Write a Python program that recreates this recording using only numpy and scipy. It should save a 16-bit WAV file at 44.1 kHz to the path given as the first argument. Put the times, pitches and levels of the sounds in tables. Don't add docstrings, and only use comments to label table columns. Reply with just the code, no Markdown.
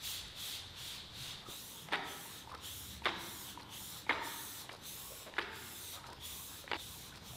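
import sys
import numpy as np
from scipy import signal
from scipy.fft import rfft, irfft
from scipy.io import wavfile
from scipy.ndimage import uniform_filter1d

SR = 44100
rng = np.random.default_rng(int(sys.argv[2]) if len(sys.argv) > 2 else 0)


def rack_gain(trim_db):
    fader = np.asarray(trim_db, float)
    return 10 ** (fader / 20)


def waveform_to_disk(signal):
    frames = np.transpose(np.atleast_2d(signal))
    scaled = np.clip(frames, -1, 1) * 32767
    samples = np.round(scaled).astype(np.int16)
    wavfile.write(sys.argv[1], SR, samples)


N = 324576
FRAME_HZ = np.fft.rfftfreq(512, 1 / SR)[:, None]
FRAME_S = np.arange(N // 128 + 5) * 128 / SR
NEAR_S, CUT_S = 1.44, 6.768

# f/Hz, density/dB
HUM_SPECTRUM = [(30, -37), (45, -12), (60, 5), (130, -2), (240, 0.5), (500, -3), (750, -11), (950, -8),
                (1400, -13), (2300, -48), (4000, -31), (5500, -34), (9000, -62), (13500, -52), (16000, -66)]
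# t/s, level/dB
LOAD = [(0, -63), (.12, -55), (.39, -57.5), (1.31, -63.5), (2.03, -74), (2.4, -61), (2.81, -58.5), (5, -68),
        (6.27, -62), (7.2, -57.5), (7.36, -54)]
# f/Hz, width/Hz, level/dB
DEEP_MODES = [(57.4, 14, -3.5), (71.2, 2.9, -2), (86.7, 7.1, -1)]
UPPER_MODES = [(103.7, 4.6, -3), (125.4, 23, -1), (160, 31, -4), (197, 31, -6), (300, 30, -12)]
# f/Hz, t60/s
GARAGE_T60 = [(200, 2.3), (500, 0.75), (900, 0.98), (1500, 1.48), (2500, 0.82), (4000, 0.95), (6000, 0.62),
              (9000, 0.58), (15000, 0.25)]
# f/Hz, level/dB
GARAGE_COLOUR = [(150, -26), (300, 6), (620, -3.5), (915, -0.5), (1150, -4.5), (1810, -4.5), (3000, -3),
                 (5000, 0.5), (9000, -7.5)]
# t/s, f/Hz, level/dB, rise/s, t60/s
AFTER_HUMS = [(2.1, 580, -55, 0.011, 0.2), (1.445, 1260, -57.5, 0.0074, 0.28),
              (1.48, 200, -43.5, 0.0038, 0.12), (1.95, 330, -65, .02, 0.92), (2.47, 850, -67, 0.036, 1.5),
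              (3.07, 925, -55, .03, 1.43), (3.07, 1900, -57, 0.018, 0.81), (3.07, 702, -61.5, 0.022, 1.7),
              (4.105, 925, -43.5, 0.038, 1.14), (4.11, 1810, -54, 0.04, 1.5), (5.39, 325, -57, .01, 0.43),
              (5.41, 1630, -58, 0.025, 1.2), (6.5, 1250, -62, 0.012, 0.41), (5.94, 870, -63, 0.02, 0.45),
              (6.7, 480, -57, 0.0046, 0.15), (5.25, 570, -52, 0.014, 0.25), (4.11, 1300, -52, .03, 0.83),
              (2.8, 195, -56.5, 0.083, 3.4), (6.05, 920, -58, 0.025, .5), (1.141, 123, -54.5, 0.027, 1.5),
              (4.6, 1120, -56, 0.013, 0.21), (5.1, 505, -48, 0.013, 0.21), (1.94, 1440, -57, 0.017, 0.5),
              (3.8, 890, -50, 0.0036, 0.078), (1.55, 910, -68.5, 0.063, 2), (4.93, 1100, -64, 0.064, 2.3),
              (5.42, 900, -62, 0.038, 2.1), (7.32, 685, -57.5, 0.018, .4), (4.11, 1160, -58, .03, 0.98),
              (4.11, 2090, -61, .02, .7), (5.8, 950, -67, 0.085, 2.9), (1.72, 169, -58.5, 0.086, 3),
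              (3.5, 290, -60, .04, 1.1), (5.42, 206, -64, .04, 2.1)]
# t/s, length/s, level/dB, low f/Hz, high f/Hz
RUBS = [(1.41, 0.16, -59.5, 400, 1500), (1.861, .06, -63, 450, 1200), (2.501, 0.063, -60, 600, 1800),
        (4.699, .07, -58, 350, 1610), (5.925, 0.087, -57.5, 500, 1500), (6.044, 0.12, -58.5, 350, 1500),
        (6.685, .032, -55, 1300, 4200), (6.735, 0.032, -49, 700, 4500), (7.119, 0.068, -63, 400, 1800),
        (1.918, 0.047, -42.5, 1000, 4100), (3.054, 0.046, -43.5, 800, 4130), (5.366, .013, -54, 1300, 4500),
        (5.4, .05, -52, 2200, 5000), (2.539, .018, -54, 500, 1800), (4.635, .04, -61, 300, 1000),
        (5.195, .035, -61, 300, 1300), (5.25, .055, -59, 400, 1300), (4.7, .08, -61, 350, 700),
        (4.095, .03, -46, 2500, 3900), (4.11, .014, -45, 700, 1300), (4.14, .18, -57, 1000, 2200),
        (5.95, .18, -63, 700, 1600)]
# t/s, peak level/dB
PIVOT_SLIPS = [
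    (5.2632, -39),
    (5.2677, -36),
    (5.2723, -35.5),
    (5.277, -34),
    (5.2822, -38),
    (5.2886, -42),
    (5.2967, -40),
    (5.298, -43),
]
# t/s, peak level/dB, chatter length/ms
TICKS = [(.2806, -44, 2), (.3151, -51, 3), (1.8872, -47, 0), (1.9233, -41, 6), (1.9334, -38.5, 6),
         (1.957, -40, 3), (2.5024, -45, -1), (2.5128, -52, -1), (2.5207, -46, 0), (2.548, -41, 2),
         (2.5784, -51, 2), (3.0458, -42, 3), (3.056, -37, 2), (3.6103, -45, 0), (3.6195, -48, 4),
         (3.631, -41.5, -0.5), (4.13, -63, 1), (4.719, -42, 7), (4.729, -42, 18), (4.748, -45, 1),
         (4.7644, -49, 9), (4.837, -47, 0), (5.383, -42, 9), (6.067, -42.5, 21), (6.102, -45, 0),
         (6.1142, -66, -2), (6.1257, -49, -1), (6.13, -41, 2), (6.7332, -54, 0), (7.158, -41, 23)]
# f/Hz, density/dB
TICK_SPECTRUM = [(2000, -21), (4500, 1), (6800, -13), (9500, -10), (12000, -16.5), (15500, -19)]
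# t/s, peak level/dB, ring f/Hz, crack against ring/dB
LATCH = [
    (1.8856, -36, 853, 2),
    (2.474, -42.5, 900, -28),
    (3.02, -38.5, 915, -11),
    (3.5744, -37.5, 965, -21),
    (4.0666, -39.5, 875, -11),
    (4.6951, -36.5, 2320, -5),
    (5.34, -48, 1729, -6),
    (6.041, -38.5, 1277, -7),
    (6.679, -37, 1940, -2),
    (7.124, -44, 1500, -10),
]
# t/s, peak level/dB, ring f/Hz,
# crack/dB, ring time/ms
RATTLES = [(1.918, -33, 1900, 2, 1.5), (1.9239, -23.5, 900, 2, 1.6), (1.9268, -23, 2400, 3, 1.2),
           (1.9332, -18.5, 2300, -1.5, 3.2), (1.9395, -23, 1810, -2, 2), (1.947, -25, 1450, 7, 2.6),
           (1.9558, -27, 3700, -1, 2.2), (2.5403, -38.5, 1250, -24, 1.7), (2.5485, -39.5, 3900, -6, 3),
           (3.0556, -21, 1810, 7, 2.2), (3.0563, -20.5, 3520, -9, 2), (3.059, -22, 1980, 0, 2),
           (3.0615, -21.5, 1480, 5, 2.5), (3.065, -21.5, 1300, 3, 2.2), (3.0698, -21, 1280, -2.5, 3.4),
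           (3.075, -31, 1800, 0, 2.2), (3.0905, -26.5, 1040, 3, 4.4), (4.0932, -23.5, 1000, -9, 0.75),
           (4.0945, -18.5, 2100, -9, 3.1), (4.0987, -18.5, 2100, -3, 5.2), (4.1057, -22.5, 2060, -11, 2.9),
           (4.109, -22.5, 1005, -7, 3.5), (5.382, -25.5, 1670, -8, 1.1), (5.3833, -19, 1630, -3, 1.6),
           (5.3868, -21, 1690, -4.5, 2.5), (5.39, -27.5, 1500, -3, 2.2), (5.3932, -24, 1200, -1, 1.2),
           (6.701, -42, 2450, 0, 3), (6.7148, -18.5, 2300, -4, 0.52), (6.7178, -23, 1960, -4, 1.5),
           (6.7205, -30, 850, -9, 2.6), (6.7326, -20, 2800, -8, 1.3), (6.7429, -29, 2000, 1.5, 1.6),
           (4.692, -32, 2900, -4, 1.6), (5.339, -34, 1800, -8, .5), (6.6778, -32, 1940, -6, .8)]
# t/s, peak level/dB, ring f/Hz, crack/dB
REBOUNDS = [(1.9107, -45, 3300, -8), (1.9215, -34, 790, -3), (1.96, -40, 1480, 0), (2.4938, -44, 930, -21),
            (2.5163, -38, 1146, -15), (2.5311, -44, 1000, -14), (2.5868, -47, 1050, -14),
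            (3.04, -38, 2490, -6), (3.0481, -35, 3440, -5), (3.0825, -24.5, 3540, 2),
            (3.6218, -45, 4140, -16), (4.122, -27, 1490, -3), (4.1288, -28.5, 3830, -5),
            (4.064, -48, 2400, -12), (4.072, -43, 2170, -12), (4.713, -46, 600, -5),
            (4.737, -43.5, 1070, -10), (5.3666, -35, 1700, 4), (5.3843, -32.5, 336, -7),
            (5.402, -31, 910, -3), (5.4132, -31, 1930, 0), (6.0978, -45, 423, -5), (6.125, -39.5, 453, -8),
            (6.13, -41.5, 990, -7), (5.975, -41, 1250, -3), (7.174, -46, 1200, 0), (6.6403, -42, 553, -9),
            (6.7323, -29, 888, -12.5), (6.7522, -40, 900, 0), (6.791, -42, 3900, 1),
            (1.9367, -30, 1500, -6), (1.943, -28, 1750, -1), (1.9505, -29, 1496, -8),
            (3.068, -28, 1150, -12), (3.0717, -27.5, 1230, -4), (4.1017, -25.5, 1810, -12),
            (4.1123, -25.5, 955, -8), (4.097, -32.5, 299, -15), (6.7375, -37, 900, -1),
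            (2.5245, -45, 1050, -18),
    (2.545, -45, 480, -14),
    (2.5515, -43, 1300, -14),
    (5.389, -32, 330, -7),
    (6.7645, -41, 700, -4),
]
# f/Hz, width/Hz, level/dB
BODY_MODES = [(338, 58, 0), (900, 31, -0.5), (1450, 490, -10), (1810, 97, 7), (2100, 230, 4),
              (2570, 92, -11), (3300, 240, -19), (3540, 130, 4.5)]
# f/Hz, density/dB
CRACK_SPECTRUM = [(200, -39), (320, 5), (600, 2), (1000, 4.5), (2000, 5.5), (4000, -2), (5500, -22),
                  (9000, -13)]
# start t/s, length/s, hiss level/dB, drift over squeeze/dB, whistle level/dB
SQUEEZES = [(-.015, 0.19, -49.5, -4.5, -49), (0.331, 0.23, -52.5, -0.5, -50.5),
            (0.729, 0.23, -56.5, -1, -52), (1.104, 0.21, -57.5, 1, -52), (1.441, 0.39, -55, -4, -54),
            (2.019, 0.37, -55, -1.5, -53.5), (2.591, 0.35, -53, -4.5, -52), (3.143, .359, -53, 2, -53),
            (3.676, 0.31, -52.5, -0.5, -52.5), (4.191, 0.42, -51, -0.5, -52),
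            (4.802, 0.43, -52.5, -5.5, -54), (5.495, 0.45, -53.5, 5.5, -53.5),
            (6.186, 0.42, -52.5, -6, -53), (6.746, 0.33, -55.5, -3, -54), (7.21, .3, -57.5, -2, -56.5)]
# f/Hz, density/dB
HISS_SPECTRUM = [(3500, 2), (4600, -2.5), (5600, 5.5), (6500, 5), (9500, 1.5), (12700, -0.5), (15000, -1),
                 (16000, -13)]
# f/Hz, width/Hz, level/dB
NOZZLE_MODES = [(3370, 1600, 7), (3660, 800, 11), (4280, 4500, -0.5)]
# f/Hz, density/dB
SPLASH_SPECTRUM = [(500, -20), (800, 2.5), (930, 3), (1200, -0.5), (2000, -3.5), (2800, -7), (3500, -17.5)]
# four delays/ms, strength/0-1
GLASS = [(1.47, 1.47, 1.48, 1.48, .55), (1.5, 1.5, 1.49, 1.49, .45), (.87, .87, .86, .86, .12),
         (.65, .64, .62, .61, .12), (.86, .71, .62, .535, .3), (.645, .635, .73, .81, .4),
         (.73, .6, .555, .5, .32), (.5, .525, .6, .68, .36), (.65, .575, .53, .52, .33),
         (.555, .485, .48, .55, .3), (.49, .41, .38, .39, .33), (.405, .39, .47, .545, .3),
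         (.6, .48, .4, .385, .14), (1.28, 1.26, 1.25, 1.24, .12), (1.22, 1.21, 1.2, 1.19, .1)]
# four delays/ms, strength/0-1
ROOF = [(.75, .77, .81, .86, .1), (.81, .765, .755, .785, .28), (.8, .785, .81, .86, .27),
        (.873, .84, .787, .795, .27), (2.63, 2.655, 2.66, 2.665, .2), (2.67, 2.68, 2.69, 2.7, .2)]
AIM = [(1, 1, 1), (1, 1, 1), (1, 1, 1), (1, 1, 1), (1, 1.05, .93), (.95, .95, 1.01), (.99, .97, 1.05),
       (1.02, 1.04, .97), (.91, 1.04, 1.06), (.96, 1.02, 1.05), (1.02, 1, 1), (.98, .98, 1.05),
       (.94, 1.03, 1.05), (1, 1.04, 1.03), (1, 1, 1)]


def evened(x):
    return x / np.sqrt(np.mean(abs(x) ** 2) + 1e-20)


def read(points, hz):
    f, value = np.transpose(points)
    return np.interp(np.log(hz + 1), np.log(f + 1), value)


def add(mix, s, sound):
    part = mix[round(s * SR):][:len(sound)]
    part += sound[:len(part)]


def resonance(hz, f, width):
    return 1 / (1 + (2 * (hz - f) / width) ** 2)


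def bandpass(x, edges_hz):
    return signal.lfilter(*signal.butter(2, edges_hz, "band", fs=SR), x)


def droning(modes):
    hz, out = np.fft.rfftfreq(N, 1 / SR), np.zeros(N)
    for f, width, db in modes:
        swell = np.interp(np.arange(N), np.linspace(0, N, num=16), rng.standard_normal(16))
        mode = irfft(rfft(rng.standard_normal(N)) * resonance(hz, f, width), N)
        out += evened(mode) * rack_gain(db + 3.6 * swell)
    return evened(out)


def hum():
    colour = rack_gain(read(HUM_SPECTRUM, np.fft.rfftfreq(N, 1 / SR)))
    air = irfft(rfft(rng.standard_normal(N)) * colour, N)
    load_db = np.interp(np.arange(N) / SR, *np.transpose(LOAD))
    out = droning(DEEP_MODES) * rack_gain(load_db - 2.0)
    out += droning(UPPER_MODES) * rack_gain(0.32 * (load_db + 61) - 62.5)
    out += evened(air) * rack_gain(-62.0)
    band = signal.filtfilt(*signal.butter(2, (190, 420), "band", fs=SR), out)
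    return out - 0.25 * band * (np.arange(N) < NEAR_S * SR)


def garage(x):
    taps = np.zeros((3, SR))
    at = np.arange(300, SR - 20, 20) + rng.integers(0, 20, (3, (SR - 301) // 20))
    np.put_along_axis(taps, at, rng.choice([-1., 1.], at.shape), 1)
    hz, t, z = signal.stft(taps, SR, nperseg=512)
    shape_db = read(GARAGE_COLOUR, hz)[:, None] - 60 * t / read(GARAGE_T60, hz)[:, None]
    tails = signal.istft(z * rack_gain(shape_db), SR, nperseg=512)[1]
    late = 1 - np.exp(-(np.arange(tails.shape[1]) / SR / .016) ** 4)
    fade = np.linspace(4, 0, num=SR - 1024).clip(0, 1)
    tails = (tails * late)[:, :SR - 1024] * fade
    turn = np.arange(N) // (SR // 2 + 3000) % 3
    scatter = 0.8
    rough = evened(uniform_filter1d(rng.standard_normal(N), size=60))
    x = x * (1 - scatter + scatter * rough)
    wet, before = np.zeros(N), np.arange(N) < CUT_S * SR
    for shot in (before, ~before):
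        for k, tail in enumerate(tails):
            wet += shot * signal.fftconvolve(x * shot * (turn == k), tail / np.linalg.norm(tail))[:N]
    return wet


def hums():
    out, t, hz = np.zeros(N), np.arange(SR) / SR, np.fft.rfftfreq(SR, 1 / SR)
    for (s, f, db, rise, t60), stir in zip(AFTER_HUMS, rng.standard_normal((len(AFTER_HUMS), SR))):
        band = evened(irfft(rfft(stir) * resonance(hz, f, 45 + 55 / t60) ** 2))
        band = band * rack_gain(3.2 * evened(uniform_filter1d(stir[::-1], size=400)))
        add(out, s, band * rack_gain(db - 60 * t / t60) * (1 - np.exp(-(t / rise) ** 2)))
    return out


def rubs():
    out, draws = np.zeros(N), rng.standard_normal((len(RUBS), 2, 8192))
    for (s, length, db, low_hz, high_hz), (stir, grit) in zip(RUBS, draws):
        sos = signal.butter(5, [low_hz, high_hz], "band", fs=SR, output="sos")
        band = evened(signal.sosfilt(sos, stir))
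        swell = np.sin(np.pi * np.clip(np.arange(len(stir)) / SR / length, 0, 1)) ** .5
        add(out, s, rack_gain(db + 3 * evened(uniform_filter1d(grit, size=150))) * band * swell)
    return out


def scrapes():
    slide_s, slide_db, edges_hz = 0.041, -56.5, (482, 3700)
    out, t = np.zeros(N), np.arange(4096) / SR
    swell = np.sin(np.pi * np.clip(t / slide_s, 0, 1) ** 1.5)
    for (s, *_), (stir, grit) in zip(LATCH, rng.standard_normal((len(LATCH), 2, len(t)))):
        slide = evened(bandpass(stir, edges_hz))
        slide = slide * rack_gain(2 * evened(uniform_filter1d(grit, size=120)))
        add(out, s, rack_gain(slide_db) * slide * swell)
    return out


def creak():
    jerk_ms, pivot_hz, pivot_ms, pivot_db = 0.079, 570, 4.9, -13.5
    out, ms = np.zeros(N), np.arange(1024) / SR * 1000
    for (s, db), u in zip(PIVOT_SLIPS, rng.random(9)):
        ring = np.sin(2 * np.pi * pivot_hz * (0.99 + 0.11 * u) * ms / 1000) * np.exp(-ms / pivot_ms)
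        jerk = np.exp(-(ms / jerk_ms - 3) ** 2)
        add(out, s, rack_gain(db) * (jerk + rack_gain(pivot_db) * ring))
    return out


def chatter(s, db, length_ms, draw):
    gap_ms, jitter, fall_db = 3.45, 0.2, -1
    count = np.arange(len(draw))
    after_ms = gap_ms * count + gap_ms * jitter * (draw - .5) * (count > 0)
    share = np.clip((length_ms - after_ms) / gap_ms + 1, 0, 1)
    return [(s + ms / 1000, db + fall_db * k + 20 * np.log10(g))
            for k, (ms, g) in enumerate(zip(after_ms, share)) if g > 0]


def ticks():
    out, t = np.zeros(N), np.arange(512) / SR
    colour, spread_db = rack_gain(read(TICK_SPECTRUM, FRAME_HZ[:, 0])), -9
    chance = rng.random((len(TICKS), 2, 9))
    bursts = rng.standard_normal((len(TICKS), 9, len(t)))
    for row, (u, v), group in zip(TICKS, chance, bursts):
        for (s, db), size, burst in zip(chatter(*row, u), v, group):
            click = irfft(rfft(burst) * colour) * np.exp(-t / 0.002)
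            repeat_db = spread_db * size * (s > row[0])
            add(out, s, rack_gain(db + repeat_db) * click / abs(click).max())
    return out


def blows():
    return RATTLES + [(*row, 3.9 + 1350 / row[2]) for row in LATCH + REBOUNDS]


def knocks():
    out, t = np.zeros(N), np.arange(2048) / SR
    rows = blows()
    chance = rng.random((len(rows), len(BODY_MODES), 2))
    colour = rack_gain(read(CRACK_SPECTRUM, np.fft.rfftfreq(len(t), 1 / SR)))
    cracks = irfft(rfft(rng.standard_normal((len(rows), len(t)))) * colour)
    for (s, db, hz, crack_db, ms), draw, crack in zip(rows, chance, cracks):
        spot = np.sin(2 * np.pi * hz * t) * np.exp(-1000 * t / ms)
        body = np.zeros(len(t))
        for (f, width, mode_db), (u, v) in zip(BODY_MODES, draw):
            tone = np.sin(2 * np.pi * f * (1 + 0.18 * (v - .5)) * t)
            body += rack_gain(mode_db - 14.4 * u) * tone * np.exp(-np.pi * width * t - 400 * t / ms)
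        snap = evened(crack) * np.exp(-t / 0.0042 - 450 * t / ms)
        ring = spot + rack_gain(crack_db) * (0.71 * body + 1.58 * snap)
        ring = ring * (1 - np.exp(-t / 0.00034))
        add(out, s, rack_gain(db) * ring / abs(ring).max())
    return out


def noise(gain, patchy_db):
    a, b, patches = rng.standard_normal((len(FRAME_S), len(FRAME_HZ), 3)).T
    patches = uniform_filter1d(uniform_filter1d(patches, size=6, axis=0), size=20, axis=1)
    z = (a + 1j * b) * gain * rack_gain(patchy_db * evened(patches))
    return signal.istft(z, nperseg=512, noverlap=384)[1][:N] / 14


def unit(gain):
    return gain / np.sqrt((abs(gain) ** 2).sum(0))


def squeezed(open_s, *knots):
    close_s = 0.077
    start, length = np.transpose(SQUEEZES)[:2]
    end = start + length
    s = [start, start + open_s, start + (open_s + length) / 2, end, end + close_s]
    values = np.broadcast_arrays(start, *knots)[1:]
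    return np.interp(FRAME_S, np.ravel(s, "F"), np.ravel(values, "F"))


def pressure(whistle_open_s):
    open_s, leak_db, shut_db = 0.066, -70, -11.5
    start, _, db, drift, whistle = np.transpose(SQUEEZES)
    far = start < NEAR_S - open_s
    arch = np.where(far, 3.5, 2)
    whistle_arch, end = np.where(far, 1.5, -5), np.where(far, 2, -1.5)
    hiss_db = squeezed(open_s, leak_db, db - drift / 2, db + arch, db + drift / 2, leak_db)
    opened = whistle - 0.28 * drift
    closing = whistle + end + 0.48 * drift
    whistle_db = squeezed(whistle_open_s, whistle + shut_db, opened, whistle + whistle_arch,
                          closing, whistle + shut_db)
    return hiss_db, whistle_db, -64 + 0.045 * (hiss_db - db.mean())


def swept(rows):
    lag_s, rows = 0.05, np.array(rows)
    start, length = np.transpose(SQUEEZES[-len(rows):])[:2, :, None]
    points = rows.shape[1] - 1
    s = (start + lag_s + length * np.linspace(0, 1, num=points)).ravel()
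    delay_ms = np.interp(FRAME_S, s, rows[:, :-1].ravel())
    return delay_ms, np.interp(FRAME_S, s, np.repeat(rows[:, -1], points), left=0)


def panels():
    comb = 1
    for ms, strength in (swept(GLASS), swept(ROOF)):
        comb = comb + 1.2 * strength * np.exp(-2j * np.pi * FRAME_HZ * ms / 1000)
    return comb


def nozzle(open_s):
    opening, middle, closing = np.transpose(AIM)
    aim = squeezed(open_s, opening, opening, middle, closing, closing)
    cavity = sum(rack_gain(db) * resonance(FRAME_HZ / aim, f, width) for f, width, db in NOZZLE_MODES)
    return cavity + (FRAME_S < NEAR_S) * rack_gain(1.1) * resonance(FRAME_HZ, 4400, 720)


def wall_wash(power):
    keep = rack_gain(-120 * FRAME_S[1] / read(GARAGE_T60, FRAME_HZ[:, 0]))
    power = power * (read(GARAGE_T60, FRAME_HZ) / .5) ** 2
    wash = np.sqrt([signal.lfilter([1 - k], [1, -k], p) for k, p in zip(keep, power)])
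    return rack_gain(np.where(FRAME_S < NEAR_S, -5, -11)) * wash


def spray():
    whistle_open_s = 0.055
    hiss_db, whistle_db, splash_db = pressure(whistle_open_s)
    tilt_db = 4.0 + 0.23 * (hiss_db + 50.0) + 1.12 * (hiss_db - whistle_db).clip(-6, 9) / 3
    octaves = np.log2((FRAME_HZ + 1) / 10000)
    colour_db = read(HISS_SPECTRUM, FRAME_HZ) + np.clip(tilt_db, -4, 10) * octaves
    hiss = unit(rack_gain(colour_db)) * rack_gain(hiss_db)
    whistle = unit(nozzle(whistle_open_s)) * rack_gain(whistle_db)
    splash = unit(rack_gain(read(SPLASH_SPECTRUM, FRAME_HZ))) * rack_gain(splash_db)
    comb = panels()
    out = noise(unit(hiss * comb) * rack_gain(hiss_db), patchy_db=1.0)
    out += noise(whistle * (1 + 0.32 * (comb - 1)), patchy_db=1.5)
    out += noise(splash, patchy_db=3.5)
    out += noise(wall_wash(hiss ** 2 + whistle ** 2), patchy_db=0.5)
    return 18 * out


def scene():
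    plastic = bandpass(creak() + knocks(), [230, 4800])
    hits = plastic + ticks() + scrapes()
    mix = hum() + rack_gain(-8.5) * garage(hits) + hums() + rubs() + hits + spray()
    return np.array([mix, mix])


def split(x):
    share, bins, from_hz, side_db = 0.022, 64, 4200, -2
    hz, t, z = signal.stft(x, SR, nperseg=2048, noverlap=1024)
    pick = rng.random((len(t), len(hz) // bins + 1)).repeat(bins, axis=1)[:, :len(hz)].T
    turn = np.exp(2j * np.pi * rng.random((len(t), len(hz)))).T
    side = z * turn * (pick < share) * (hz > from_hz)[:, None] * rack_gain(side_db)
    return signal.istft(side, SR, nperseg=2048, noverlap=1024)[1][:N]


def roll_off(x):
    return signal.sosfilt(signal.butter(12, 16730, fs=SR, output="sos"), x)


def record(dry):
    edge_hz, top_hz, faint_db, knee_db = 15720, 14800, -76, 5
    lowpass = signal.firwin(511, edge_hz, window=("kaiser", 9), fs=SR)
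    limited = signal.oaconvolve(dry, lowpass[None], "same")
    highpass = signal.firwin(255, top_hz, pass_zero=False, fs=SR)
    top = signal.oaconvolve(limited[0], highpass, "same")
    top_db = 10 * np.log10(abs(uniform_filter1d(top ** 2, size=1024)) + 1e-14)
    limited = limited - top * np.clip((faint_db - top_db) / knee_db, 0, 1)
    mix = limited + split(limited[0]) * np.array([[1], [-1]])
    return roll_off(mix)


dry = scene()
out = record(dry)
waveform_to_disk(out)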